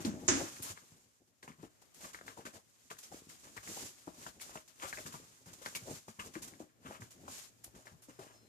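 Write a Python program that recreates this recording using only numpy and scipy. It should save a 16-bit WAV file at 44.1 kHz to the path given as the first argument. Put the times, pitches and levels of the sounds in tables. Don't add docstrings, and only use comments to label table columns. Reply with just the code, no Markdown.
import sys
import numpy as np
from scipy import signal
from scipy.fft import rfft, irfft, next_fast_len
from scipy.io import wavfile
from scipy.ndimage import uniform_filter1d

SR = 44100
rng = np.random.default_rng(int(sys.argv[2]) if len(sys.argv) > 2 else 0)


def natural_amplitude(level_db):
    exponent = np.asarray(level_db, float) / 20
    return 10 ** exponent


def pcm_store(signal):
    levels = np.round(np.clip(np.atleast_2d(signal), -1, 1) * 32767)
    wavfile.write(sys.argv[1], SR, levels.astype(np.int16).T)


N = 373968

# (time [s], panel level [dB], latch level [dB], softness [s], shudder share [1])
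BLOWS = [
    (.002, -38, -41.5, 0.0024, 0.14),
    (0.0486, -32.5, -38, 0.002, 0.016),
    (.069, -35, -62, 0.0022, .02),
    (.105, -41.5, -67, 0.0032, .05),
    (.14, -31.5, -72, 0.0019, 0.028),
    (0.2821, -28.5, -18, 0.0006, 0.4),
    (0.288, -35, -57, 0.00069, .02),
    (.316, -39.5, -59, 0.0014, 0.024),
    (.333, -35, -60, 0.0011, .02),
    (.43, -43, -62, 0.0013, 0.046),
]
# (frequency [Hz], level [dB], t60 [s])
PANEL_MODES = [(210, -0.5, 0.14), (252, 0.5, 0.13), (278, 1, 0.23), (291, -7, 0.22), (314, 3, 0.17),
               (349, -0.5, 0.17), (477, -7.5, 0.26), (580, -10.5, 0.45), (737, -24, 0.25)]
# (frequency [Hz], density [dB per Hz])
CRACK_SPECTRUM = [(500, -3), (900, -4), (1400, 1), (2500, -3.5), (4300, -8.5), (6700, 0.5), (8000, -8),
                  (10500, -22), (12000, -47)]
# (frequency [Hz], level [dB])
CRACK_PAN = [(3000, -5), (6000, -1.5)]


def door_blows():
    out, crack = np.zeros(N), np.zeros((2, N))
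    count = 30000
    long_decay = fade(0.48, count)
    for s, panel_db, latch_db, soft, shudder in BLOWS:
        rattle = rng.standard_normal((4, count))
        push = shudder * rattle[0] * fade(0.38, count)
        width = max(int(soft * SR), 4)
        push[:width] += np.hanning(width)
        tilt = 8 * np.log2(soft / 0.001)
        panel = np.zeros(count)
        for hz, db, t60 in PANEL_MODES:
            panel += natural_amplitude(db - tilt * np.log2(hz / 260)) * ring(push, hz, t60)
        add(out, s, panel, panel_db)
        dying = (1 - fade(0.013, count)) * (fade(0.032, count) + 0.8 * long_decay)
        for port, noise in zip(crack, rattle[1::2]):
            add(port, s, colour(noise, CRACK_SPECTRUM) * dying, latch_db + 2.5)
        add(out, s, ring(rattle[2] * long_decay, 80, 0.044), latch_db - 26)
    crack[0] = colour(crack[0], CRACK_PAN)
    return out, crack


# (time [s], peak level [dB], pitch [Hz])
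BOLT = [
    (0.2801, -12, 6840),
    (0.282, -32, 6900),
    (0.2837, -21, 6600),
    (.2872, -18.5, 6500),
    (0.288, -27, 7000),
    (0.292, -24.5, 6000),
    (0.2917, -17.5, 6400),
]
# (start [s], length [s], peak level [dB], from [Hz], to [Hz])
SQUEAK = (.212, .042, -64, 930, 1040)
# (start [s], length [s], peak level [dB], from [Hz], to [Hz])
BUMP = (.0635, .023, -25.5, 235, 185)
# (start [s], length [s], peak level [dB], from [Hz], to [Hz])
TOUCH = (.0487, .011, -26, 275, 250)
# (start [s], length [s], peak level [dB], from [Hz], to [Hz])
SAGS = [
    (.283, .03, -30, 370, 345),
    (.308, .026, -28, 310, 255),
    (.328, .017, -31, 300, 340),
    (.281, .03, -37, 88, 72),
    (.347, .02, -37, 240, 260),
    (.364, .028, -34.5, 310, 285),
    (.432, .022, -41, 320, 330),
]


def door():
    out, crack = door_blows()
    for s, db, hz in BOLT:
        add(out, s, burst(hz, cycles=8.5), db)
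    for s, length, db, from_hz, to_hz in (SQUEAK, BUMP, TOUCH, *SAGS):
        add(out, s, glide(length, from_hz, to_hz), db)
    return signal.sosfilt(signal.butter(2, [70, 20000], "band", fs=SR, output="sos"), out), crack


# (time [s], drag level [dB], pressure [dB])
DRAG = [(0, -67.5, 28), (.5, -51.5, -2.5), (1.3, -79, 1), (1.95, -70.5, -3.5), (2.25, -64, 2),
        (2.65, -72, -6), (3.1, -65, -1), (3.75, -58.5, -7), (4.65, -68, -1.5), (5.02, -56.5, -4.5),
        (5.45, -66.5, 0.5), (5.75, -54, -3), (6.1, -68, -8), (6.45, -64, 10.5), (6.75, -78, 5),
        (7.27, -66, 6.5), (7.56, -71.5, 2), (8.48, -72, 3)]


def drag():
    s, drag_db, pressure_db = np.transpose(DRAG)
    t = np.arange(N) / SR
    drag_db = np.interp(t, s, drag_db) - 3.5
    pressure_db = np.interp(t, s, pressure_db)
    return natural_amplitude(drag_db), natural_amplitude(drag_db - 8.5 + 0.57 * pressure_db), natural_amplitude(drag_db + 0.5 + pressure_db)


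# (time [s], hiss peak level [dB], crunch over hiss [dB], contact [s])
LANDINGS = [(.558, -48, -13, 0.01), (1.425, -50, 3, 0.042), (1.476, -55, -16, 0.056),
            (1.8148, -57, 2.5, 0.018), (2.0044, -52.5, 6, 0.061), (2.13, -51.5, -9, 0.058),
            (2.261, -47.5, 2, 0.066), (2.451, -42.5, 3, 0.041), (2.9, -42.5, -28, 0.037),
            (3.563, -46, 1, 0.02), (3.6262, -53, -1, 0.066), (4.141, -58.5, 13.5, 0.055),
            (4.262, -46, 3, 0.037), (4.819, -42.5, -10, 0.065), (5.057, -43.5, -21.5, 0.032),
            (5.122, -47, -9, 0.057), (5.457, -50, 0, 0.058), (5.617, -52.5, 5, 0.037),
            (5.651, -41.5, -25, 0.033), (6.078, -50, -19, 0.038), (6.19, -44, -28, 0.045),
            (6.335, -48, -24, 0.062), (6.593, -53, 8, 0.04), (7.003, -52, -1, 0.066),
            (7.2753, -56, 12, 0.036), (7.7474, -54.5, 5, 0.08), (7.852, -54, 7, 0.063),
            (8.189, -52, 5.5, 0.29), (8.3375, -70, 14, 0.049)]
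# (time [s], hiss peak level [dB], sheen over hiss [dB], contact [s])
FLICKS = [(0.001, -51, 7, 0.046), (5.759, -40, 1, 0.019), (0.62, -41, 16, 0.036), (1.94, -51, 6, 0.04),
          (2.982, -49.5, 9.5, 0.055), (2.9845, -49, 12.5, .008), (3.027, -47, -21, 0.058),
          (3.289, -50.5, -16, 0.062), (3.6716, -52, -17, 0.046), (4.393, -53, -2, .06),
          (4.408, -48, 12, 0.023), (4.676, -50, -19, 0.021), (5.53, -42.5, -19, 0.012),
          (5.748, -34, 7, 0.022), (6.419, -39.5, 7.5, 0.025), (6.44, -47, 0, .045), (6.474, -47, 5, .015),
          (6.477, -53, -8, 0.13), (7.104, -50.5, 6, 0.03), (7.64, -44, 18.5, 0.0095),
          (7.635, -53, 0, 0.052), (8.019, -54, 11, 0.04)]


def land(hiss, scrape, crunch, sheen):
    strokes = [(s, db, 0, more, -35, c) for s, db, more, c in LANDINGS]
    strokes += [(s, db, -24, -27.5, more, c) for s, db, more, c in FLICKS]
    after = np.arange(9000) / SR
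    for s, db, scrape_db, crunch_db, sheen_db, contact in strokes:
        release = 1 + (after / max(contact, 0.005)) ** 4
        shape = np.minimum(after / 0.0055, 1) * np.exp(-after / 0.092) / release
        add(hiss, s, shape, db - 13)
        add(scrape, s, shape, db + scrape_db - 10)
        add(crunch, s, shape, db + crunch_db - 15)
        add(sheen, s, shape, db + sheen_db - 20)


# (start [s], length [s], hiss level [dB], scrape over hiss [dB], crunch over hiss [dB])
SWISHES = [(0.309, 0.18, -56.5, -6, 9.5), (0.623, 0.12, -52, -2, -5), (1.575, 0.12, -71, 8, 5),
           (1.954, 0.18, -58.5, -6, -8.5), (3.606, 0.34, -51.5, -30, -12), (4.141, 0.18, -61, -2.5, -4),
           (4.46, 0.076, -63, -3, 3), (4.786, 0.045, -62.5, 4, -8), (4.857, 0.21, -59.5, -12, -12),
           (5.84, 0.18, -56.5, -21, -15), (5.841, 0.099, -76, 3, 28), (2.528, 0.054, -71, 0, 6),
           (3.66, 0.056, -64, -9, 1), (6.199, .11, -60.5, -4.5, -1), (6.802, 0.21, -63.5, 11, 5),
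           (4.865, 0.055, -56, -23, -20), (7.217, 0.085, -81, 7, 15)]
# (start [s], length [s], hiss level [dB], scrape over hiss [dB], crunch over hiss [dB])
SCUFFS = [(4.812, 0.076, -60.5, 12.5, -0.5), (0.042, 0.073, -52, -4, 1.5), (0.0, 0.089, -60.5, -1, -2.5),
          (2.363, 0.087, -67, 7.5, 10), (2.521, 0.11, -65.5, 1, -2), (3.104, 0.15, -65, -3, 1),
          (3.43, 0.083, -68, 9, 3), (4.398, 0.12, -56.5, -28, -22), (4.52, 0.12, -59.5, -3, -0.5),
          (7.269, 0.26, -52.5, -34, -34), (8.074, 0.11, -70, 1, -2)]


def sweep(hiss, scrape, crunch, rumble):
    sweeps = [(0.59, *row) for row in SWISHES] + [(0.23, *row) for row in SCUFFS]
    after = np.arange(9000) / SR
    for rise, start, length, db, scrape_db, crunch_db in sweeps:
        phase = np.interp(after * 2, [0, rise * length, length], [0, np.pi / 2, np.pi])
        shape = np.sin(phase).repeat(2) ** 1.84
        add(hiss, start, shape, db)
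        add(scrape, start, shape, db + scrape_db)
        add(crunch, start, shape, db + crunch_db)
        add(rumble, start, shape, db + crunch_db - 4.5)


# (frequency [Hz], density [dB per Hz])
HISS = [(1180, -10.5), (2000, -10), (4100, -8), (5070, -5.5), (6120, -3.5), (6890, -1), (9060, -8),
        (13900, -12.5), (14700, -29.5), (15400, -63.5)]
SHEEN = [(6000, -22.5), (9500, -2.5), (13500, -6.5), (15000, -16)]
SCRAPE = [(500, -55.5), (1050, 5), (1400, 0), (2200, -6), (3200, -7), (5000, -27)]
CRUNCH = [(150, -4), (350, 3.5), (600, 4.5), (1000, -1.5), (1800, -31)]
RUMBLE = [(20, -1), (50, -4.5), (120, -5.5), (250, -3), (500, -11), (900, -18.5), (1500, -57)]


def brush():
    hiss, scrape, rumble = drag()
    crunch, sheen = np.zeros((2, N))
    land(hiss, scrape, crunch, sheen)
    sweep(hiss, scrape, crunch, rumble)
    fine = np.array([level(colour(fibres(2.67, 0.59, 60), HISS), 0) for _ in range(3)])
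    near = natural_amplitude(-12.5) * hiss * fine[0]
    near += sheen * level(colour(fibres(2.9, 0.52, 54), SHEEN), 0)
    near += scrape * level(colour(fibres(3.0, 1.5, 70), SCRAPE), 0)
    near += crunch * level(colour(fibres(3.8, 1.5, 60), CRUNCH), 0)
    near += rumble * level(colour(fibres(3.0, 1.8, 40), RUMBLE), 0)
    return near, hiss * natural_amplitude(3.5) * fine[1:]


# (time [s], peak level [dB], board pitch [Hz], body weight over peak [dB])
HEELS = [(.594, -40, 223, -22), (.699, -43, 182, -24), (.916, -48, 165, -20), (1.482, -48, 220, -22),
         (1.585, -50, 157, -12), (2.037, -46.5, 230, -22), (2.456, -45.5, 219, -18), (3.14, -48, 290, -12),
         (3.268, -59, 167, -11), (4.074, -37, 337, -18), (4.261, -46.5, 196, -10), (4.821, -64, 231, 5),
         (5.054, -43, 242, -22), (5.138, -45.5, 161, -13), (5.462, -47, 175, -18), (5.821, -43.5, 148, -16),
         (5.919, -42, 153, -21), (6.081, -45, 250, -24), (6.188, -42, 187, -16), (6.606, -41, 315, -20),
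         (6.85, -45, 251, -10), (7.002, -43.5, 131, -18), (7.284, -43.5, 255, -27), (7.744, -49, 243, -8),
         (7.916, -52, 136, -21)]
# (time [s], peak level [dB], board pitch [Hz], body weight over peak [dB])
KNOCKS = [(1.6315, -38.5, 400, -23), (2.142, -54, 372, -8), (2.276, -48.5, 430, -7),
          (2.373, -45.5, 523, -28), (2.91, -44.5, 404, -20), (3.118, -41, 760, -30), (3.433, -57, 318, -10),
          (3.564, -49.5, 480, -5), (3.768, -43.5, 540, -24), (4.49, -61, 358, -1),
          (4.558, -34.5, 645, -27.5), (4.929, -56, 538, 1), (4.977, -42, 636, -25), (5.616, -44, 530, -16),
          (5.662, -37, 504, -28), (5.883, -37, 604, -23), (6.358, -37.5, 327, -17),
          (6.885, -44, 290, -24.5), (7.662, -51.5, 348, -4.5), (8.086, -45, 317, -14),
          (8.19, -42, 387, -20)]


def heels():
    out = np.zeros(N)
    count = 8000
    for s, db, hz, weight_db in list(HEELS) + list(KNOCKS):
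        t60 = 0.077 * (250 / hz) ** 0.75
        chance = rng.standard_normal((2, count))
        jolts = chance[0] * (np.abs(chance[1]) > 2.2) * fade(1.35 * t60, count)
        jolts *= np.minimum(np.arange(count) / SR / 0.005, 1)
        jolts[0] = 1
        jolts = signal.lfilter([1], [1, -0.9], jolts)
        board = ring(jolts, hz, 0.37 * t60) + ring(jolts, 1.7 * hz, 0.0093)
        board += 1.63 * ring(jolts, 1100, 0.0022)
        joists = ring(ring(jolts, 59, 0.033), 61.5, 0.07)
        joists += ring(ring(jolts, 77, 0.016), 100, 0.065)
        add(out, s, board, db)
        add(out, s, joists, db + weight_db + 5.5)
    return signal.sosfilt(signal.butter(2, 50, "high", fs=SR, output="sos"), out)


# (time [s], peak level [dB], pitch [Hz])
TICKS = [(0.5673, -52, 2030), (0.775, -48.5, 1820), (1.4298, -50, 1940), (1.478, -51.5, 2150),
         (2.1464, -40.5, 1800), (2.189, -49, 1700), (2.2806, -41, 1720), (2.4655, -45.5, 1550),
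         (2.9138, -42, 1450), (2.2118, -48, 1550), (3.5771, -41, 1880), (3.6754, -46.5, 1960),
         (4.0777, -46, 1020), (4.2648, -41, 1410), (4.4095, -55, 2370), (0.05, -34, 4550),
         (3.038, -46, 5900), (4.9279, -36.5, 1910), (4.9735, -41.5, 2040), (5.0615, -47, 1610),
         (5.141, -44.5, 1100), (5.6613, -36, 1860), (5.7513, -38, 2570), (6.082, -47.5, 1000),
         (6.1985, -41.5, 2680), (6.354, -42, 1850), (6.5366, -55, 1870), (7.02, -47.5, 1780),
         (7.28, -43.5, 1160), (7.87, -47.5, 1840), (1.5184, -56, 1980), (2.5377, -60, 2030),
         (2.9688, -59, 1690), (4.5555, -44, 1100), (4.574, -47, 2600), (4.986, -43, 1960),
         (5.148, -50, 1030), (5.153, -50, 980), (1.4292, -55, 4200), (5.757, -42, 4800), (5.764, -48, 3100),
         (5.6612, -39, 4600), (1.478, -50.5, 1010), (6.206, -50, 2700), (7.026, -53, 1700),
         (7.2835, -46.5, 1020), (7.878, -52, 1730), (6.95, -54, 2300)]
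# (time [s], peak level [dB], pitch [Hz])
SNAPS = [(2.4692, -40, 2300), (2.4745, -45, 2600), (2.3755, -43, 970), (2.1, -49, 1000),
         (2.9138, -42, 2600), (3.3, -38, 8300), (4.8, -40, 2600), (4.4, -42, 2200), (5.751, -35, 4100),
         (7.647, -39, 9000), (5.7645, -34, 7500), (3.3, -48, 1800), (0.049, -37.5, 2800),
         (4.418, -39, 9000), (6.9105, -40, 1200), (5.972, -49, 2300), (2.9025, -46, 3000),
         (4.563, -42, 1300)]
# (time [s], peak level [dB], pitch [Hz])
POPS = [(1.503, -47.5, 230), (1.431, -53, 330), (1.4775, -45, 330), (1.441, -54, 200), (2.212, -47.5, 400),
        (2.26, -53, 260), (2.453, -42, 255), (2.47, -42, 330), (2.538, -55, 400), (2.56, -53, 350),
        (3.143, -44.5, 300), (3.219, -49.5, 300), (3.269, -50, 220), (1.824, -56.5, 700), (6.336, -56, 250),
        (3.691, -45, 250), (3.715, -45, 250), (4.077, -43, 280), (4.465, -52, 600), (4.495, -41, 800),
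        (5.002, -44, 300), (5.055, -44, 278), (5.199, -48, 350), (5.728, -47, 900), (5.885, -46, 650),
        (5.911, -37, 298), (6.081, -48, 420), (6.6028, -34.5, 423), (6.91, -34, 700), (6.997, -49.5, 230),
        (7.024, -49, 250), (7.237, -51, 350), (7.6779, -49.5, 520), (8.192, -45, 420), (8.267, -48.5, 400)]
# (start [s], length [s], peak level [dB], from [Hz], to [Hz])
CHIRPS = [(4.931, .009, -40.5, 1700, 1560), (5.665, 0.0082, -41, 1690, 1480),
          (5.7525, .012, -41, 2350, 2240), (3.119, .01, -46.5, 800, 690), (3.77, 0.0124, -42.5, 530, 1200),
          (4.409, .014, -52, 2350, 2150), (5.771, .007, -47, 2250, 2300),
          (6.194, 0.0122, -44.5, 3050, 2500), (6.192, .012, -48, 1750, 1680), (6.359, 0.023, -40, 375, 295),
          (4.988, .009, -45.5, 650, 560), (4.876, .014, -52.5, 790, 730)]


def sandals():
    out = np.zeros(N)
    bounce_s = 0.0041
    delay = np.arange(2000) / SR / bounce_s
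    pop_cycles = 1.5
    for s, db, hz in TICKS:
        smear = rng.standard_normal(2000) * delay ** 2 * np.exp(-2 * delay)
        bounce = ring(smear, 0.94 * hz, 0.0037) + 0.41 * ring(smear, 2.16 * hz, 0.003)
        add(out, s, burst(0.45 * hz, pop_cycles), db - 4)
        add(out, s, burst(hz, cycles=3.6), db + 6.5)
        add(out, s, bounce, db - 1)
    for s, db, hz in SNAPS:
        add(out, s, burst(hz, cycles=2.2), db)
    for s, db, hz in POPS:
        add(out, s, -burst(hz, pop_cycles), db)
    for s, length, db, from_hz, to_hz in CHIRPS:
        add(out, s, glide(length, from_hz, to_hz), db)
    return out


def echoes(x):
    count = 30000
    mid, side = rng.standard_normal((2, count))
    tail = mid + colour(side, [(300, -6.5), (900, 2)]) * np.array([[1], [-1]])
    low = colour(tail, [(700, -5.5), (3000, -30)])
    tail = low * fade(0.28, count) + (tail - low) * fade(0.16, count)
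    tail[:, :150] = 0
    tail /= np.sqrt(np.mean(np.sum(tail ** 2, axis=1)))
    return signal.fftconvolve(x[None], tail, axes=1)[:, :N]


# (frequency [Hz], density [dB per Hz])
AIR = [(15, -41), (25, -27), (54, 3.5), (245, -0.5), (521, -4), (580, -1.5), (891, -6.5), (1840, -7),
       (4230, -14.5), (6860, -20.5), (9230, -20.5), (14200, -14), (15400, -20.5)]
# (time [s], level [dB])
HUM = [(0, -88), (4.0, -84), (6.4, -81), (7.0, -74), (7.5, -71), (8.48, -71)]
# (time [s], frequency [Hz], level [dB])
WHISTLE = [
    [(8.06, 5320, -82), (8.102, 5230, -78), (8.15, 5224, -82), (8.2, 5222, -77), (8.278, 5200, -78),
     (8.306, 5219, -84), (8.364, 5222, -71), (8.47, 5220, -85.5)],
    [(8.3, 4115, -87), (8.322, 4117, -88), (8.334, 4117, -84), (8.47, 4118, -81)],
]


def house():
    t = np.arange(N) / SR
    mid, side = colour(rng.standard_normal((2, N)), AIR) * natural_amplitude(walk(2.85))
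    side = colour(side, [(150, 7.7), (900, 0.84)])
    air = level(mid + side * np.array([[1], [-1]]), -74)
    hum_db = np.interp(t, *np.transpose(HUM)) + 0.8 * walk(8)
    tones = natural_amplitude(hum_db) * np.sin(2 * np.pi * 118 * t + 1.13 * walk(4.3))
    for line in WHISTLE:
        s, hz, db = np.transpose(line)
        rise = np.clip((t - s[0]) / 0.04, 0, 1)
        loudness = natural_amplitude(np.interp(t, s, db) + 3 + 0.3 * walk(30))
        phase = 2 * np.pi * np.cumsum(np.interp(t, s, hz)) / SR
        tones += rise * loudness * np.sin(phase)
    return air + tones


# (frequency [Hz], lead [samples])
LEFT_LEAD = [(100, 8), (700, 8), (1100, 19), (15000, 19)]


def colour(x, points, lead=0):
    hz, db = np.transpose(points)
    size = next_fast_len(x.shape[-1])
    f = np.arange(size // 2 + 1) * SR / size + 1
    turn = np.exp(2j * np.pi * f / SR * lead * np.interp(f, *np.transpose(LEFT_LEAD)))
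    gain = natural_amplitude(np.interp(np.log(f), np.log(hz), db))
    return irfft(rfft(x, size) * gain * turn, size)[..., :x.shape[-1]]


def level(x, db):
    return x * natural_amplitude(db) / np.sqrt(np.mean(x ** 2))


def fade(t60, count):
    return np.exp(-np.log(1000) * np.arange(count) / SR / max(t60, 0.003))


def ring(x, hz, t60):
    pole = np.exp(2j * np.pi * hz / SR - np.log(1000) / (max(t60, 0.003) * SR))
    return signal.lfilter([1], [1, -pole], x).imag


def burst(hz, cycles):
    turn = np.arange(int(cycles * SR / hz) + 2) * hz / SR
    return -np.sin(2 * np.pi * turn) * np.sin(np.pi * np.minimum(turn / cycles, 1) ** 0.8) ** 2


def glide(length, from_hz, to_hz):
    hz = np.linspace(from_hz, to_hz, int(length * SR))
    return np.sqrt(np.hanning(len(hz))) * np.sin(2 * np.pi * np.cumsum(hz) / SR)


def walk(rate):
    k = int(SR / rate)
    held = np.repeat(rng.standard_normal(N // k + 1), k)
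    return 3.45 * uniform_filter1d(uniform_filter1d(held, k), k)[:N]


def fibres(grain_db, flicker_db, rate):
    grain = np.minimum(rng.exponential(size=N), 6)
    return rng.standard_normal(N) * natural_amplitude(grain_db * grain + flicker_db * walk(rate))


def add(track, s, sound, db):
    i = int(s * SR)
    n = min(len(sound), N - i)
    track[i:i + n] += natural_amplitude(db) * sound[:n] / np.abs(sound).max()


def scene():
    slam, crack = door()
    near, spread = brush()
    feet = near + heels() + sandals()
    flat = [(20, 0), (20000, 0)]
    left = colour(feet, flat, lead=0.95) + natural_amplitude(-2.5) * colour(slam, flat, lead=0.93)
    ports = np.array([left, feet + slam])
    return ports + echoes(natural_amplitude(-8.5) * feet + natural_amplitude(-2.5) * slam) + spread + crack + house()


def top_cut(x):
    return signal.sosfilt(signal.butter(12, 15520, fs=SR, output="sos"), x)


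# (frequency [Hz], level [dB])
LEFT_GAIN = [(60, -3), (200, 4), (2400, 5.5), (4400, 5), (6800, -4.5), (9000, 0.5), (15000, 3)]


def record(dry):
    ports = []
    for port, sign in zip(dry, (1, -1)):
        ports.append(colour(port, [(hz, sign * db / 2) for hz, db in LEFT_GAIN]))
    ports = signal.sosfilt(signal.butter(3, 56.3, "high", fs=SR, output="sos"), np.array(ports))
    ports = signal.sosfilt(signal.ellip(6, 0.3, 25, 14750, fs=SR, output="sos"), ports)
    return top_cut(ports)


dry = scene()
out = record(dry)
pcm_store(out)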